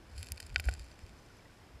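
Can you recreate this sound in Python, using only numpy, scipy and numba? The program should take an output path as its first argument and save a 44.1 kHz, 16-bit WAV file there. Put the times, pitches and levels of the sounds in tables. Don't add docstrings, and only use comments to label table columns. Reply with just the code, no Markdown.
import sys
import numpy as np
from scipy import signal
from scipy.fft import rfft, irfft
from scipy.io import wavfile
from scipy.ndimage import uniform_filter1d
from numba import njit

SR = 44100
rng = np.random.default_rng(int(sys.argv[2]) if len(sys.argv) > 2 else 0)


def output_pcm(signal):
    pcm = np.clip(np.atleast_2d(signal).T, -1, 1) * 32767
    wavfile.write(sys.argv[1], SR, np.round(pcm).astype(np.int16))


def makeup_ratio(level_db):
    decades = np.asarray(level_db, float) / 20
    return 10 ** decades


N = 79380

# f/Hz, relative level/dB, t60/s, polarity at the microphone (+1 or -1)
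HOUSING_MODES = [(523, -22.5, 0.0098, -1), (750, -7.5, 0.018, -1), (1475, -0.5, 0.026, 1),
                 (1958, 1, 0.013, -1), (2314, 6, .011, 1), (2670, 5, 0.0057, -1), (3120, -4, 0.012, -1),
                 (3703, -5.5, .015, -1), (4326, 4, 0.0069, -1), (4760, 6, 0.011, 1), (5120, 9, 0.0035, -1),
                 (6020, -14.5, 0.016, -1), (6540, -5.5, 0.0056, -1), (7284, 3, 0.0061, -1),
                 (9660, -1, 0.0081, 1), (9790, 4, 0.0033, -1), (11120, -2.5, 0.0018, 1),
                 (12000, -21, 0.011, 1), (12900, -17, 0.0044, 1)]
STRIKE_SCATTER_DB = 1.2
CURRENT_DB = -58


def level(x, db):
    return x * makeup_ratio(db) / np.sqrt(np.mean(x ** 2))


def curve(table, axis):
    points = np.array(table)
    return np.interp(np.arange(N) / SR, points[:, 0], points[:, axis])


def add(out, start_s, x):
    i = int(start_s * SR)
    out[i:i + len(x)] += x[:N - i]


def walk(rate):
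    hold = int(SR / rate)
    steps = np.repeat(rng.standard_normal(N // hold + 1), hold)
    smooth = uniform_filter1d(uniform_filter1d(steps, hold), hold)
    return 0.74 * smooth[:N]


@njit
def svf(x, hz, k):
    y, band, low = np.empty(len(x)), 0., 0.
    for i in range(len(x)):
        g = np.tan(np.pi * hz[i] / SR)
        v = (band + g * (x[i] - low)) / (1 + g * (g + k))
        band, low, y[i] = 2 * v - band, low + 2 * g * v, k * v
    return y


def ring(tilt_db, contact_us, scatter_db):
    pivot_hz = 400
    low_cut_hz = 290
    hz, db, t60, sign = np.array(HOUSING_MODES).T[:, :, None]
    t = np.arange(4096) / SR
    jf = 1j * np.arange(2049) * SR / 4096

    decay = np.exp(-np.log(1000) * t / t60)
    modes = np.sign(sign) * makeup_ratio(db + scatter_db[:, None]) * np.sin(2 * np.pi * hz * t) * decay
    tilt = (1 + jf / pivot_hz) ** (tilt_db / 6)
    contact = tilt / (1 + 2e-6 * np.pi * jf * abs(contact_us)) ** 4
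    bass_cut = (jf / (jf + low_cut_hz)) ** 2
    gain = np.abs(rfft(modes.sum(axis=0)) * contact * bass_cut)

    cepstrum = irfft(np.log(gain + 1e-4 * gain.max()))
    fold = np.r_[1, np.full(2047, 2), 1, np.zeros(2047)]
    return irfft(np.exp(rfft(cepstrum * fold)))[:2048]


def stones():
    # t/s, peak level/dB, tilt/(dB per octave), contact time constant/us,
    # scrape time constant/s
    strikes = [(0.1436, -63, -9, 4.5, 0.0007), (0.1666, -48, 15, 4, 0.0007),
               (0.1792, -35.5, 8.5, 8.7, 0.0015), (0.1831, -38, 7, 4, 0.00098),
               (0.1882, -64, 0, 4, 0.00081), (0.192, -42.5, 8.5, 4, 0.002), (0.1984, -43, 4, 4, 0.0007),
               (0.204, -43, 6, 4, 0.0007), (0.21, -45, 9, 4, 0.00055), (0.2133, -51, 4, 4, 0.0007),
               (0.2229, -53, 12, 4, 0.0007), (0.2293, -25.5, 8.5, 2.9, 0.00058),
               (0.245, -42, 8, 4, 0.00096), (0.2544, -54, 10, 4, 0.0007), (0.2625, -43, 11, 7.9, 0.00079),
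               (0.2693, -39, 6.5, 8.4, 0.0021), (0.2868, -37, 6, 9.5, 0.00093), (0.292, -47, 7, 4, 0.00083),
               (0.2986, -54, -2, 4, 0.00064), (0.303, -46, -3, 4, 0.0007), (0.32, -19.5, 9.5, 1.5, 0.00058),
               (0.3455, -48, 3, 4, 0.0007), (0.3607, -45, 9, 4, 0.0007), (0.3652, -51, -10.5, 4, 0.00061),
               (0.3738, -44, 4, 4, 0.00077), (0.378, -35.5, 1.5, 5.4, 0.0008),
               (0.4017, -30, 1, 4.8, 0.0007), (0.403, -28.5, 7, 5.7, 0.0007),
               (0.4051, -33, 7, 4.3, 0.00052), (0.4227, -43, 3, 4.5, 0.0007), (0.428, -37, 2, 8.9, 0.0007),
               (0.4299, -48, 7, 4, 0.0007), (0.4364, -49, 4, 4, 0.0007), (0.4682, -39, 10.5, 2, 0.00041),
               (0.4653, -40, 10.5, 4.4, 0.0014), (0.4952, -42.5, 2, 4, 0.00061),
               (0.501, -43.5, -1, 4, 0.00056), (0.545, -40, 4, 4, 0.00084), (0.5602, -12, 10, 75, 0.000062),
               (0.5723, -65, -12, 3.5, 0.0007), (0.5813, -38, 2, 4, 0.00079), (0.5905, -43, 3, 2.9, 0.0007),
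               (0.5981, -23, -2.5, 5.5, 0.0005), (0.6008, -27.5, 10.5, 2.9, 0.0012),
               (0.6063, -42.5, 2, 5.1, 0.0007), (0.6409, -38, -5, 3.2, 0.0021), (0.6536, -44, 5, 4, 0.0007),
               (0.655, -33.5, 12, 3.2, 0.00028), (0.6623, -42, -7.5, 3.7, 0.00057),
               (0.6751, -39, 10.5, 4, 0.00082), (0.6874, -22.5, 0.5, 83, 0.000076),
               (0.6914, -30.5, 3, 2.1, 0.00065), (0.7124, -35.5, -1, 4, 0.00081),
               (0.716, -52, -7, 4, 0.00084), (0.7243, -41, -3, 4, 0.00058), (0.7279, -41, 5, 4, 0.00061),
               (0.7349, -40.5, -6, 4.6, 0.001), (0.7389, -30.5, 5, 3.3, 0.00054),
               (0.7511, -41, -2, 4, 0.0007), (0.7951, -38, 7, 9.2, 0.0012), (0.845, -46, 1, 4, 0.00057),
               (0.916, -43, -4.5, 7.4, 0.00029), (0.9918, -42, 1, 4, 0.00058), (1.065, -45, 4, 4, 0.00064),
               (1.0943, -45, 1.5, 4, 0.00049), (1.3705, -52.5, 12.5, 3.4, 0.00078),
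               (1.42, -69, 2, 4, 0.0007), (1.669, -58, 4, 4.5, 0.00082)]
    scrape_share = .18
    broad_stone_us = 15
    out, t = np.zeros(N), np.arange(256) / SR
    for start_s, db, tilt_db, contact_us, scrape_s in strikes:
        push = scrape_share * rng.standard_normal(256) * np.exp(-t / max(scrape_s, 1e-5))
        push[0] = 1
        spread_db = STRIKE_SCATTER_DB / (1 + (contact_us / broad_stone_us) ** 2)
        scatter_db = spread_db * rng.standard_normal(len(HOUSING_MODES))
        hit = np.convolve(push, ring(tilt_db, contact_us, scatter_db))
        add(out, start_s, makeup_ratio(db) * hit / np.abs(hit).max())
    return out


def sand():
    # t/s, rms level/dB
    stir = [(0, -79), (.13, -66.5), (.17, -58.5), (.22, -59), (.3, -65.5), (.34, -72), (.43, -63.5),
            (.48, -69), (.55, -65), (.62, -73), (.65, -54.5), (.74, -62.5), (.78, -63), (.87, -65),
            (1.1, -71), (1.4, -73), (1.8, -79)]
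    grains_per_s = 350
    grain_spread_db, grain_top_db = 5.5, 13
    patter = 0
    for tilt_db in (-1.5, 2.5, 6):
        size = makeup_ratio(np.minimum(grain_spread_db * rng.exponential(size=N), grain_top_db))
        lands = rng.random(N) < grains_per_s / SR
        taps = lands * size * rng.choice([-1, 1], size=N)
        scatter_db = STRIKE_SCATTER_DB * rng.standard_normal(len(HOUSING_MODES))
        grain = ring(tilt_db, 6.2, scatter_db)
        patter = patter + level(signal.fftconvolve(taps, grain)[:N], 0)
    return level(patter, 0) * makeup_ratio(curve(stir, axis=1))


def surge():
    # t/s, level ahead of the last band-pass/dB, wobble f/Hz
    pushes = [(0, -69.5, 72), (.1, -55.5, 69), (.19, -42, 69), (.22, -45, 73), (.28, -60.5, 74),
              (.324, -51, 70.5), (.366, -54.5, 73.4), (.4, -64, 75), (.45, -47.5, 69), (.486, -64, 64),
              (.51, -43.5, 63.4), (.56, -43, 62), (.59, -37, 71), (.626, -50, 69), (.68, -41, 67),
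              (.72, -38, 67.4), (.766, -53, 67), (.816, -42.5, 62.6), (.886, -61, 63), (1.0, -58, 74),
              (1.072, -60, 71), (1.128, -57.5, 67.5), (1.162, -71, 66.5), (1.222, -64, 67),
              (1.428, -69, 82), (1.688, -66.5, 74), (1.768, -50.5, 73), (1.8, -78, 71.5)]
    width = .55
    evenness = .85
    hz = curve(pushes, axis=2)
    wobble = svf(svf(rng.standard_normal(N), hz, width), hz, width)
    swing = uniform_filter1d(np.abs(signal.hilbert(wobble)), SR // 100)
    wobble = level(wobble / swing ** evenness, 0) * makeup_ratio(curve(pushes, axis=1))
    follow = signal.butter(2, [22, 130], "band", fs=SR, output="sos")
    return signal.sosfiltfilt(follow, wobble)


def shoves():
    # t of the middle/s, envelope peak/dB, f/Hz, time from the middle to 1/e/s
    tail_beats = [(0.323, -39, 73.6, 0.013), (0.68, -23.5, 59, 0.015), (1.042, -40.5, 73.6, 0.0078)]
    t, out = np.arange(N) / SR, np.zeros(N)
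    for middle_s, db, hz, half_s in tail_beats:
        envelope = np.exp(-((t - middle_s) / half_s) ** 2)
        out -= makeup_ratio(db) * np.sin(2 * np.pi * hz * (t - middle_s) + 1) * envelope
    return out


def bubbles():
    # t/s, level ahead of rise and decay/dB, f/Hz, t60/s
    pings = [(0.851, -53, 5900, 0.021), (0.921, -61, 6000, 0.071), (.955, -62, 6000, 0.035),
             (1.012, -58, 5870, .03), (1.186, -56, 6080, 0.037), (1.224, -61, 5950, 0.039),
             (1.261, -62, 5930, .04), (1.3, -59, 6000, .03), (1.302, -46.5, 1430, 0.025),
             (1.352, -60, 6000, .02), (1.382, -57.5, 6040, .03), (1.392, -50, 2270, 0.032),
             (1.454, -53, 1950, 0.049), (1.496, -54, 1510, 0.048)]
    rise_s = 0.0025
    out, t = np.zeros(N), np.arange(SR // 10) / SR
    for start_s, db, hz, t60 in pings:
        envelope = (1 - np.exp(-t / rise_s)) * np.exp(-np.log(1000) * t / t60)
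        add(out, start_s, makeup_ratio(db) * np.sin(2 * np.pi * hz * t) * envelope)
    return out


def cavity():
    centre_hz, width = 5150, .04
    band = svf(rng.standard_normal(N), np.full(N, float(centre_hz)), width)
    return level(band * makeup_ratio(2.5 * walk(25)), CURRENT_DB - 19)


def current():
    # f/Hz, relative level per Hz/dB
    colour = [(15, -67), (25, 1.5), (114, -2), (249, -7), (463, -10.5), (560, -11.5), (1190, -16),
              (1440, -17.5), (1700, -17), (6050, -29), (14000, -39), (16000, -53)]
    swell_db, flicker_db = .7, 1.0
    f = np.maximum(np.arange(N // 2 + 1) * SR / N, 1)
    hz, db = np.array(colour).T
    spectrum = makeup_ratio(np.interp(np.log(f), np.log(hz), db)) * rfft(rng.standard_normal(N))
    octave = np.clip(np.log2(f / 40), 0, 8)
    swell = swell_db * walk(0.5)
    hiss = np.zeros(N)
    for k in range(9):
        share = np.maximum(1 - np.abs(octave - k), 0)
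        hiss += irfft(spectrum * share, N) * makeup_ratio(swell + flicker_db * walk(11.45))
    return level(hiss, CURRENT_DB)


def scene():
    hits = stones() + sand()
    rocking = surge() + shoves()
    water = bubbles() + cavity() + current()
    return (hits + rocking + water)[None, :]


def band_limit(x):
    return signal.sosfilt(signal.butter(12, 16480, fs=SR, output="sos"), x)


def record(dry):
    top_end = signal.butter(8, 14500, fs=SR, output="sos")
    mix = signal.sosfilt(top_end, dry)
    return band_limit(mix)


dry = scene()
out = record(dry)
output_pcm(out)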